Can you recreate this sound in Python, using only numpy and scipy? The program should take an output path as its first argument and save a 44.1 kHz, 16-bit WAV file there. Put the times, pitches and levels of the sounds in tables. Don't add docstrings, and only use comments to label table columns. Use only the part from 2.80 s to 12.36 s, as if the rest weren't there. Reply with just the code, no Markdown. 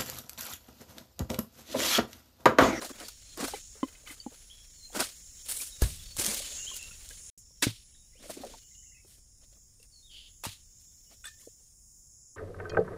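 import sys
import numpy as np
from scipy import signal
from scipy.fft import rfft, irfft, next_fast_len
from scipy.io import wavfile
from scipy.ndimage import uniform_filter1d, map_coordinates

SR = 44100
rng = np.random.default_rng(int(sys.argv[2]) if len(sys.argv) > 2 else 0)


def convert_level_to_amplitude(level_db):
    exponent = np.asarray(level_db, float) / 20
    return 10 ** exponent


def unload_audio(sound):
    columns = np.transpose(np.atleast_2d(sound))
    steps = np.round(np.clip(columns, -1, 1) * 32767)
    wavfile.write(sys.argv[1], SR, steps.astype(np.int16))


N = 421596


def level(x):
    return x / np.sqrt(np.mean(x ** 2))


def band(x, hz, width_hz):
    edges = np.clip([hz - width_hz / 2, hz + width_hz / 2], 15, .45 * SR)
    return signal.sosfilt(signal.butter(2, edges, "band", fs=SR, output="sos"), x)


def curve(rows):
    s, *columns = np.transpose(rows)
    return [np.interp(np.arange(N) / SR, s, c) for c in columns]


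def walk(rate, size=N):
    k = int(SR / rate)
    steps = np.repeat(rng.standard_normal(size // k + 1), k)
    return level(uniform_filter1d(uniform_filter1d(steps, k), k)[:size])


def add(out, s, x):
    i = int(s * SR)
    out[i:i + len(x)] += x[:N - i]


def decay(t, t60):
    return np.exp(-np.log(1000) * t / t60)


def ring(hz, t60, rise=0.0006, grip=1.5):
    t = np.arange(SR // 4) / SR
    u = t / max(t60, .005)
    build = 1 - np.exp(-(t / rise) ** 2)
    return np.sin(2 * np.pi * hz * t) * build * np.exp(-np.log(1000) * (0.99 * u + grip * u ** 2))


def scuff(x, noise, length):
    grating = noise * np.exp(-np.arange(len(noise)) / SR / max(length, 1e-4))
    y = signal.fftconvolve(x, grating)
    return y * np.linalg.norm(x) / np.linalg.norm(y)


def grove(x, t60, wet_db):
    t = np.arange(SR // 2) / SR
    tail = rng.standard_normal(len(t)) * decay(t, t60) * (t > .006)
    return convert_level_to_amplitude(wet_db) * signal.fftconvolve(x, tail / np.linalg.norm(tail))[:N]


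# full strength at in seconds,
# hold in seconds, time to fall 30 dB in seconds, level in dB, brightness in dB.
SCRAPES = [(0.018, 0.04, 0.14, -49, 0.5), (0.097, 0.021, -0.15, -55, 0), (.14, .045, 0.03, -60.5, 3),
           (0.2, 0.033, 0.24, -51, 0.5), (0.593, 0.018, 0.35, -42.5, 1.5), (0.615, 0.038, 0.19, -44.5, 1.5),
           (0.695, 0.025, -0.03, -47.5, 11), (.76, 0.028, 0.03, -60.5, 6), (0.742, 0.0056, 0.07, -49.5, 4),
           (0.97, 0.012, 5, -70, 0.5), (1.085, 0.0055, -0.74, -61.5, 7), (1.275, 0.052, 0.12, -55.5, 6.5),
           (1.51, 0.018, 0.5, -64.5, 5.5), (2.158, 0.028, 0.26, -41.5, 2), (2.195, 0.012, 0.1545, -37, 3),
           (2.206, 0.019, 0.0651, -35, 2.5), (2.24, 0.012, 0.5, -56, 4)]
FRONDS = [(2.66, .02, .1, -54, 2.5), (2.69, 0.086, 0.19, -45, 6.5), (2.808, 0.022, 0.18, -44.5, 4.5),
          (3.022, 0.021, 0.37, -39, -1.5), (3.39, 0.087, 0.19, -35.5, 0.5), (3.465, 0.082, 0.23, -36.5, -1),
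          (3.96, 0.011, 0.049, -50.5, 8), (4.3, 0.011, 0.069, -56, 3), (4.578, 0.013, 0.061, -73.5, 16.5)]
CHOPS = [(4.825, 0.022, 0.028, -28.5, 0.092), (4.85, 0.032, 0.2, -44.5, -0.1),
         (7.64, 0.021, 0.18, -44.5, 1), (8.452, 0.02, 0.13, -58.5, 3.5)]
STEPS = [(5.43, 0.035, .1, -58, 0.5), (5.36, 0.021, 0.052, -88, 4), (5.5, 0.035, 0.13, -53, 4.5),
         (5.575, 0.059, .1, -58, -1), (5.64, 0.041, 0.44, -57, -0.5), (5.715, 0.058, 0.061, -66, -0.5),
         (6.28, 0.04, 0.2, -67, 9.5), (6.38, 0.011, 0.08, -76, 0), (6.62, 0.022, .15, -75, 2),
         (6.73, 0.053, 0.097, -77, 1), (7.03, 0.029, 0.033, -74, 8), (7.32, 0.18, 0.092, -75, 6),
         (8.01, .01, 0.091, -73.5, 11.5), (8.315, 0.014, 0.27, -67.5, 2), (8.61, 0.033, 0.17, -64.5, 9),
         (8.814, .02, 0.24, -77, 6)]
# rise in seconds, then pole body, fibre, leaf crackle and dry hiss in dB.
SCRAPE_TOUCH = (0.037, 0.1, -0.88, -0.79, -1.4)
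FROND_TOUCH = (0.0274, -13.5, -15.5, -4, 1)
CHOP_TOUCH = (.006, -14, -11, 4, -2)
STEP_TOUCH = (0.0643, 2.5, -11, 0.3, -0.5)
# time in seconds, level in dB.
STIRRING = [(0, -75), (.4, -63), (1.6, -68.5), (2.5, -65.5), (2.95, -61), (3.3, -60), (3.63, -48),
            (4.15, -59), (4.5, -60.5), (4.6, -79), (5.3, -75), (5.85, -83.5), (7.0, -82.5), (8.2, -79),
            (9.56, -94.5)]
STIR_COLOUR = (-18, -17.5, 1.65, -1.1)
LINGER = (0.29, 0.29, 0.91, 0.89)


def contacts():
    t = np.arange(N) / SR
    power = convert_level_to_amplitude(curve(STIRRING)[0] + np.array(STIR_COLOUR)[:, None]) ** 2
    lean = np.array([-1.7, -0.53, 0.086, 1])
    kinds = (SCRAPES, SCRAPE_TOUCH), (FRONDS, FROND_TOUCH), (CHOPS, CHOP_TOUCH), (STEPS, STEP_TOUCH)
    for rows, (rise, *colour) in kinds:
        for s, hold, fall, db, bright_db in rows:
            i = slice(max(int((s - 2 * rise) * SR), 0), int((s + hold + 4 * fall) * SR))
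            falls = max(fall, .01) * np.array(LINGER)[:, None]
            shape = np.minimum(0, 30 * np.minimum((t[i] - s) / rise, (s + hold - t[i]) / falls))
            part_db = np.array(colour) + bright_db * lean
            power[:, i] += convert_level_to_amplitude(db + shape + part_db[:, None]) ** 2
    return 10 * np.log10(power)


# centre in Hz, width in Hz.
RUSTLE_BANDS = [(250, 130), (500, 370), (1150, 950), (2050, 1100), (3700, 2300), (6200, 3100), (9300, 3600),
                (13600, 3200)]


def rustle():
    click_db = np.minimum(1.2 * rng.exponential(size=N), 7)
    clicks = (rng.random(N) < .07) * rng.standard_normal(N) * convert_level_to_amplitude(click_db)
    swarm = (.65 * level(clicks) + rng.standard_normal(N)) * convert_level_to_amplitude(2.0 * walk(110))
    body, fibre, leaf, dry = contacts()
    gains = (body - 3, 0.65 * body + 0.3 * fibre - 1.5, fibre, (fibre + leaf) / 2 - 4,
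             leaf - 2.5, np.minimum(leaf, dry) - 2.5, dry - 2.5, dry - 9)
    size = next_fast_len(N)
    spectrum, f = rfft(swarm, size), np.fft.rfftfreq(size, 1 / SR)
    out = np.zeros(N)
    for db, (hz, width_hz) in zip(gains, RUSTLE_BANDS):
        part = irfft(spectrum / (1 + (2 * (f - hz) / width_hz) ** 4), size)[:N]
        out += convert_level_to_amplitude(db + 1.2 * walk(45)) * level(part)
    return out


def patchy(x):
    patch_db, patch_hz, patch_s = 1.5, 300, .012
    hz, t, z = signal.stft(x, SR, nperseg=512)
    where = np.meshgrid(hz / patch_hz, t / patch_s, indexing="ij")
    field = map_coordinates(rng.standard_normal((128, 2048)), where, order=1)
    return signal.istft(z * convert_level_to_amplitude(patch_db * field - 0.5), SR, nperseg=512)[1][:N]


# start in seconds, peak in dB, dull part in dB, t60 in seconds.
SNAPS = [(0.0149, -43, -28, 0.043), (0.046, -27, -37, 0.12), (0.0922, -30, -26, 0.05),
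         (0.2008, -30, -31, 0.021), (0.284, -26, -9.5, 0.053), (0.574, -30, 0, 0.074),
         (0.6796, -24, -0.5, 0.074), (2.149, -31, 7, 0.033), (2.204, -15.5, -8, 0.055),
         (2.6873, -29.5, -11.5, 0.23), (2.7208, -27.5, -15, 0.12), (2.8132, -28, -12, 0.076),
         (3.019, -14.5, -4, 0.063), (3.3665, -29, -4, 0.05), (3.3936, -22, -9.5, 0.18),
         (3.4635, -19, -13.5, 0.039), (3.546, -23.5, -25, 0.087), (3.9642, -32, -24, 0.037),
         (4.8222, -15.5, -6, 0.048), (4.838, -19, -20, 0.03), (5.4965, -35, -9.5, 0.11),
         (6.9985, -51, -20.5, 0.057), (7.026, -49.5, -23, 0.05), (7.637, -20, 1, 0.027),
         (7.651, -20, -1.5, 0.072), (8.4525, -33.5, -9, 0.079)]


def snaps():
    out, t = np.zeros(N), np.arange(SR // 4) / SR
    for s, db, dull_db, t60 in SNAPS:
        splinter_db = np.minimum(2.0 * rng.exponential(size=len(t)), 9)
        splinters = rng.standard_normal(len(t)) * convert_level_to_amplitude(splinter_db)
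        bright = level(band(splinters, 7600, 11000))
        dull = level(band(splinters, 1200, 1300))
        burst = bright + convert_level_to_amplitude(dull_db) * dull
        add(out, s, convert_level_to_amplitude(db - 11.5) * burst * decay(t, max(t60, .005)) * np.minimum(t / 0.0012, 1))
    return out


# start in seconds, peak in dB, main ring in Hz, upper ring in Hz,
# upper ring in dB.
POLE_KNOCKS = [(0.103, -32, 270, 1620, -16), (0.627, -26.5, 256, 770, -5), (0.736, -28, 430, 804, 0),
               (0.953, -47, 440, 1240, -11.5), (1.03, -16, 272.6, 1040, -7.5), (1.463, -27, 251, 825, -8),
               (1.517, -47.5, 470, 1140, -27), (3.393, -28.5, 369, 797, -34), (3.914, -58.5, 566, 1065, 16),
               (4.11, -55.5, 199, 1400, 5), (4.308, -50, 479, 1646, 5.5), (5.147, -66, 206, 1630, -3)]
BOOT_KNOCKS = [(5.437, -40, 494, 1020, -17), (5.496, -22, 490, 1000, -8.5), (5.568, -27, 343, 810, -22),
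               (5.602, -28.5, 282, 795, -17), (5.635, -23.5, 584, 760, -17), (5.736, -35.5, 730, 724, -7),
               (6.247, -45.5, 395, 1395, -25), (6.62, -56.5, 490, 1210, -12.5),
               (6.766, -56.5, 476, 1190, -13), (6.997, -53, 443, 1190, -20), (8.311, -47.5, 700, 1060, -7),
               (8.803, -59, 500, 1190, -21)]
SCUFF_S = 0.0059


def knocks():
    out = np.zeros(N)
    rows = [(*r, 0.081, 0) for r in POLE_KNOCKS] + [(*r, 0.035, SCUFF_S) for r in BOOT_KNOCKS]
    for s, db, hz, upper_hz, upper_db, t60, spread in rows:
        grit = rng.standard_normal(1200)
        x = ring(hz, t60, 0.0044)
        x += .5 * ring(hz * (1.193 + 0.1 * grit[0]), 1.1 * t60)
        x += 0.78 * ring(hz * (1.91 + 0.026 * grit[1]), 0.58 * t60, 0.0086)
        upper = ring(upper_hz, 0.76 * t60, 0.0007) + 0.19 * ring(0.369 * upper_hz, 1.2 * t60)
        x += convert_level_to_amplitude(upper_db) * upper
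        add(out, s, -convert_level_to_amplitude(db) * (scuff(x, grit, spread) if spread else x))
    return out


# start in seconds, level in dB.
POLE_TAPS = [(.738, -44.5), (1.028, -41.5), (1.081, -54), (1.15, -54), (1.272, -43.5), (1.3, -43.5),
             (4.307, -54)]
POLE_DB = (-10, 3, -1, 1.5, -10, -10.5, -10)


def pole_taps():
    out = np.zeros(N)
    pole_hz = 507.5
    for s, db in POLE_TAPS:
        x = sum(convert_level_to_amplitude(db + g) * ring(pole_hz * k, 0.059, 0.00083) for k, g in enumerate(POLE_DB, 3))
        add(out, s, scuff(x, rng.standard_normal(1200), SCUFF_S))
    return out


# start in seconds, level in dB, ground in Hz, slap in Hz, slap in dB.
THUDS = [
    (3.0207, -15, 57, 383, 5.5),
    (4.868, -26, 112, 252, 17),
    (7.666, -38, 98, 207, 12),
]


def thuds():
    out, t = np.zeros(N), np.arange(SR // 2) / SR
    t60, rumble_db, rumble_cycles = 0.22, -13.5, 18
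    for s, db, hz, slap_hz, slap_db in THUDS:
        add(out, s, -convert_level_to_amplitude(db + slap_db) * ring(slap_hz, 5 / slap_hz, 0.26 / slap_hz))
        ground = ring(hz, t60) + 0.085 * ring(2.0 * hz, 0.6 * t60)
        ground += 0.14 * ring(0.56 * hz, t60) + 0.35 * ring(1.4 * hz, 0.8 * t60)
        add(out, s + .5 / slap_hz, convert_level_to_amplitude(db) * ground)
        soil = band(band(rng.standard_normal(len(t)), 1.6 * hz, 2.5 * hz), 1.6 * hz, 2.5 * hz)
        soil = level(soil) * np.minimum(t / 0.017, 1)
        add(out, s, convert_level_to_amplitude(db + rumble_db) * soil * decay(t, rumble_cycles / hz))
    return out


# pitch in Hz, level in dB, t60 in seconds.
BLADE = [(1232, -3, 0.083), (1567, 0, 0.066), (1784, -13, 0.5), (1690, -21, .3), (3500, -10, 0.22),
         (1863, -5, 0.06), (2480, -13.5, 0.28), (3580, -13, 0.16), (2852, -17.5, 0.087), (3950, -12.5, .06),
         (5400, -18.5, .06), (8055, -7.5, 0.2), (9930, -10.5, 0.12)]
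# start in seconds, level in dB, share of the free ring time (low while buried).
CLINKS = [
    (4.825, -19, 0.097),
    (7.638, -48, 0.39),
    (8.436, -44, 0.49),
    (8.448, -43, 0.82),
    (8.475, -59, 0.56),
]


def chisel_clinks():
    out = np.zeros(N)
    flutter_db = 6
    for s, db, free in CLINKS:
        grate = rng.standard_normal(600) * np.hanning(600)
        for hz, mode_db, t60 in BLADE:
            waver = convert_level_to_amplitude(db + mode_db + flutter_db * walk(150, size=SR // 4))
            add(out, s, scuff(waver * ring(hz, free * t60, .001, 0), grate, 0.05))
    return out


# start in seconds, peak in dB, pitch in Hz, t60 in seconds.
PINGS = [(.012, -38.5, 4040, 0.048), (.046, -36, 4150, 0.033), (.045, -39, 720, 0.046),
         (.092, -41, 4020, .03), (.094, -38, 1150, 0.03), (.13, -48, 3350, 0.044), (.199, -44, 4500, .03),
         (0.198, -39, 3030, .03), (.282, -41, 4400, .04), (.282, -42, 1430, 0.032),
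         (0.575, -38, 346, 0.091), (.606, -34, 300, 0.096), (.64, -31, 264, 0.12), (.679, -32, 4250, 0.033),
         (.738, -39, 4000, 0.036), (.75, -44.5, 2310, 0.079), (1.235, -52, 505, 0.045),
         (1.271, -42.5, 1250, 0.038), (1.295, -42, 2170, 0.046), (1.305, -46, 1190, 0.037),
         (1.305, -46, 300, 0.071), (1.325, -49, 2050, 0.043), (1.365, -54, 1300, 0.025),
         (2.13, -41, 3480, 0.024), (2.159, -32, 1470, 0.05), (2.205, -27, 1496, 0.056),
         (2.208, -27.5, 738, 0.04), (3.381, -35, 89, 0.088), (3.476, -34.5, 218, 0.14),
         (4.705, -65, 1000, 0.028), (4.705, -62, 510, 0.04), (4.828, -35.5, 300, 0.2),
         (4.871, -25, 300, 0.034), (5.147, -60, 1850, .03), (5.352, -57.5, 510, 0.073),
         (5.432, -54, 2100, .03), (5.456, -43.5, 500, 0.051), (5.49, -43, 1390, .03),
         (5.634, -52, 1900, .03), (5.647, -33, 554, 0.037), (5.664, -36, 496, 0.037),
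         (5.697, -44, 500, 0.04), (8.452, -57, 3760, 0.033), (8.453, -39, 1700, 0.035),
         (8.585, -60, 3570, 0.036), (8.594, -57, 2000, .03), (8.612, -57, 2200, 0.028),
         (8.625, -73, 3950, 0.11),
         (8.671, -32, 456, 0.026), (8.625, -66, 1050, 0.073), (3.021, -33, 1700, .06),
                (2.8, -35.5, 2400, .04), (3.6, -38, 600, .05), (4.822, -22, 1750, 0.038),
                (5.489, -43.5, 600, .025), (7.637, -37, 2600, 0.043), (7.651, -36, 2800, 0.043),
                (8.316, -59, 660, 0.069), (6.2, -59, 2230, 0.05), (6.996, -62, 2700, 0.046),
                (7.025, -58.5, 2700, 0.072), (8.5, -61, 1650, .06), (1.4, -39, 4600, 0.09),
                (1.273, -52, 4600, .04), (1.262, -43, 2200, 0.046), (2.1, -46, 750, .03),
                (0.022, -38.5, 1100, 0.069), (0.23, -43, 650, 0.056), (5.497, -32, 310, 0.025)]


def pings():
    out = np.zeros(N)
    rise_s, scuff_s = 0.0022, 0.0032
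    for s, db, hz, t60 in PINGS:
        x = ring(hz, t60, rise_s)[:SR // 8]
        add(out, s, convert_level_to_amplitude(db + 3.5) * scuff(x, rng.standard_normal(600), scuff_s))
    return out


# centre in seconds, peak in dB.
TICKS = [(.2837, -32), (.5748, -31), (.681, -33), (2.1314, -43.5), (2.205, -14), (2.687, -39), (2.698, -37),
         (2.707, -28), (2.7228, -25), (2.8125, -28), (2.819, -29), (3.3675, -26.5), (3.3725, -27),
         (3.3992, -21), (3.4065, -24), (3.447, -20), (3.4641, -15), (3.5457, -22), (3.754, -41),
         (3.915, -39), (3.9444, -32), (3.9662, -28), (4.0282, -35.5), (4.29, -35), (4.5839, -47),
         (5.5055, -34), (5.6506, -38), (7.0295, -44), (.017, -45), (.031, -34.5), (.048, -43),
         (.2015, -36.5), (7.6385, -36), (7.6466, -34), (3.48, -26), (3.516, -31), (3.429, -27.5)]


def ticks():
    tick_s = .0018
    out, n = np.zeros(N), int(tick_s * SR)
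    for s, db in TICKS:
        add(out, s - tick_s / 2, convert_level_to_amplitude(db + 2.0) * level(rng.standard_normal(n)) * np.hanning(n))
    return band(out, 8100, 8000)


# start in seconds, length in seconds, from Hz, to Hz,
# level in dB.
WHISTLER = [(0.236, 0.029, 4550, 4580, -51), (1.953, 0.081, 4520, 4130, -58),
            (2.025, 0.047, 4140, 4190, -51), (2.912, 0.045, 3830, 3780, -49.5),
            (3.254, 0.017, 4500, 4480, -51), (3.29, 0.041, 4480, 4410, -46.5),
            (5.093, 0.071, 1990, 3700, -69.5), (5.325, 0.026, 1990, 2080, -68),
            (5.344, 0.075, 2000, 3880, -63), (7.12, 0.079, 4550, 4240, -55.5),
            (7.223, .05, 3640, 3760, -56.5), (7.262, 0.1, 3650, 2860, -55.5)]
WARBLER = [(1.7, 0.023, 3060, 3420, -46.5), (3.642, 0.014, 3030, 2996, -42),
           (3.667, 0.026, 2900, 3060, -56), (3.78, 0.048, 2780, 2830, -47),
           (3.866, 0.03, 2910, 3380, -38.5), (3.92, 0.035, 2840, 2860, -44.5),
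           (3.988, 0.054, 2685, 2702, -44), (4.07, 0.022, 2800, 2740, -52),
           (4.112, 0.0092, 2650, 2590, -45.5), (5.765, .025, 3020, 2980, -69),
           (5.815, 0.052, 2930, 2926, -62.5), (5.945, 0.019, 2860, 2900, -63),
           (5.975, .04, 2970, 2950, -64.5), (6.055, 0.03, 2764, 2836, -61.5),
           (6.095, 0.045, 2740, 2870, -66.5), (6.143, 0.035, 2570, 2590, -56.5),
           (8.075, 0.025, 3490, 3580, -71.5), (8.262, 0.039, 2860, 2980, -69.5)]
FAR_BIRD = [(.34, 0.028, 4330, 4330, -65), (.415, .025, 4250, 4250, -63), (.458, 0.1, 4230, 4150, -60.5),
            (1.785, 0.041, 3280, 3310, -57), (3.195, 0.014, 3310, 3520, -49.5),
            (3.225, 0.037, 4080, 3345, -54.5), (5.142, 0.035, 3870, 3680, -63),
            (5.18, .055, 3780, 3760, -70), (1.39, 0.023, 3330, 2880, -64)]
# start in seconds, level in dB.
CHIPS = [(5.909, -70), (6.027, -70), (6.115, -62), (6.166, -65.5)]


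def birds():
    out = np.zeros(N)
    fade, twist = walk(300), walk(300)
    notes = [(*r, 0.32) for r in WHISTLER] + [(*r, 0.37) for r in WARBLER] + [(*r, 0.76) for r in FAR_BIRD]
    notes += [(s, 0.023, 1930, 2230, db, 0.5) for s, db in CHIPS]
    for s, length, from_hz, to_hz, db, smear in notes:
        u = np.linspace(0, 1, int(length * SR))
        i = int(s * SR) + np.arange(len(u))
        glide_hz = from_hz + (to_hz - from_hz) * u ** 0.75
        phase = 2 * np.pi * np.cumsum(glide_hz) / SR
        note = (1 - smear + smear * fade[i]) * np.sin(phase) + smear * twist[i] * np.cos(phase)
        add(out, s, convert_level_to_amplitude(db) * note * np.sin(np.pi * u) ** 0.28)
    harsh = rasp()
    return out + grove(out, 0.26, -1.5) + harsh + grove(harsh, 0.39, -11.5)


# level in dB, pitch in Hz, width in Hz.
RASP = (-55.5, 3250, 760)
RASP_S = (7.29, 7.5)


def rasp():
    (start, end), (db, hz, width_hz) = RASP_S, RASP
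    t = np.arange(N) / SR
    breath = np.clip(np.minimum((t - start) / 0.034, (end - t) / 0.013), 0, 1)
    throat = rng.standard_normal(N) * convert_level_to_amplitude(1.4 * walk(120)) * breath
    throat *= convert_level_to_amplitude(5.6 * np.exp(-((t - start - 0.09) / 0.031) ** 2) - 3.5)
    return convert_level_to_amplitude(db) * 7.4 * (band(throat, hz, width_hz) + 0.46 * band(throat, 1.34 * hz, width_hz))


# pitch in Hz, width in Hz, level in dB.
CICADAS = [(5504, 260, -4.5), (6907, 660, 3), (9000, 1100, -7.5), (10240, 570, -7), (14300, 1900, -11)]
# time in seconds, cicadas in dB, wind in dB.
DRONE = [(0.0, -58, -60.5), (0.67, -53.5, -55.5), (1.09, -56, -61.5), (2.02, -57, -59.5), (2.34, -54, -59),
         (2.95, -49, -57), (3.17, -51.5, -51), (3.62, -54, -52.5), (3.8, -46, -56), (4.31, -49.5, -56.5),
         (4.5, -46, -57), (4.64, -58, -60), (6.1, -58.5, -59.5), (6.47, -60, -61), (8.44, -56.5, -62.5),
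         (8.73, -60, -64.5), (9.35, -58.5, -62), (9.56, -59.5, -68)]
# frequency in Hz, level in dB per Hz.
AIR = [(59, -33.5), (100, 1), (290, -15), (600, -23), (4320, -41), (5000, -10), (6500, -40), (11000, -120)]


def background():
    chorus_db, wind_db = curve(DRONE)
    chorus = np.zeros(N)
    for hz, width_hz, db in CICADAS:
        voices = band(band(rng.standard_normal(N), hz, 1.93 * width_hz), hz, 2.4 * width_hz)
        chorus += convert_level_to_amplitude(db + 2.9 * walk(5.2)) * level(voices)
    wind = convert_level_to_amplitude(walk(5.4)) * band(rng.standard_normal(N), 33, 66)
    hz, db = np.transpose(AIR)
    colour = convert_level_to_amplitude(np.interp(np.log(np.fft.rfftfreq(N, 1 / SR) + 1), np.log(hz), db))
    air = irfft(rfft(rng.standard_normal(N)) * colour, N)
    return convert_level_to_amplitude(chorus_db) * level(chorus) + convert_level_to_amplitude(wind_db) * level(wind) + convert_level_to_amplitude(-71.5) * level(air)


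# from Hz, to Hz, threshold in dB, rarity.
MASKED = [(2300, 4750, -10, .45), (11000, 12800, -17, -.9)]


def thin(x):
    hz, _, z = signal.stft(x, SR, nperseg=2048)
    power = uniform_filter1d(abs(z) ** 2, size=7, axis=0)
    cicadas = power[(hz > 6500) & (hz < 7700)].mean(axis=0)
    luck = uniform_filter1d(rng.standard_normal((len(hz) // 8 + 1, z.shape[1])), size=3, axis=1)
    luck = np.repeat(luck, 8, axis=0)[:len(hz)]
    for lo, hi, db, rarity in MASKED:
        inside = ((hz > lo) & (hz < hi))[:, None]
        weak = power < cicadas * convert_level_to_amplitude(db) ** 2
        z[inside & weak & (luck > rarity)] *= .04
    return signal.istft(z, SR, nperseg=2048)[1][:N]


def scene():
    sharp = snaps()
    scatter = grove(band(sharp, 4400, 6400), .3, -14)
    work = patchy(rustle()) + sharp + scatter + ticks() + pings()
    blows = knocks() + pole_taps() + thuds() + chisel_clinks()
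    mono = work + blows + birds() + background()
    return np.array([mono, mono])


def top_cut(x):
    return signal.sosfilt(signal.butter(12, 16510, fs=SR, output="sos"), x)


BREAK_S = (4.501, 4.576)


def record(dry):
    t = np.arange(N) / SR
    headroom, top_hz = .4, 15450
    rounded = headroom * np.tanh(dry[0] / headroom)
    low_pass = signal.ellip(6, .5, 45, top_hz, fs=SR, output="sos")
    gate = np.clip(np.maximum(BREAK_S[0] - t, t - BREAK_S[1]) / 0.00091, .002, 1)
    mono = thin(signal.sosfilt(low_pass, rounded)) * gate
    return top_cut(np.array([mono, mono]))


dry = scene()
out = record(dry)
unload_audio(out)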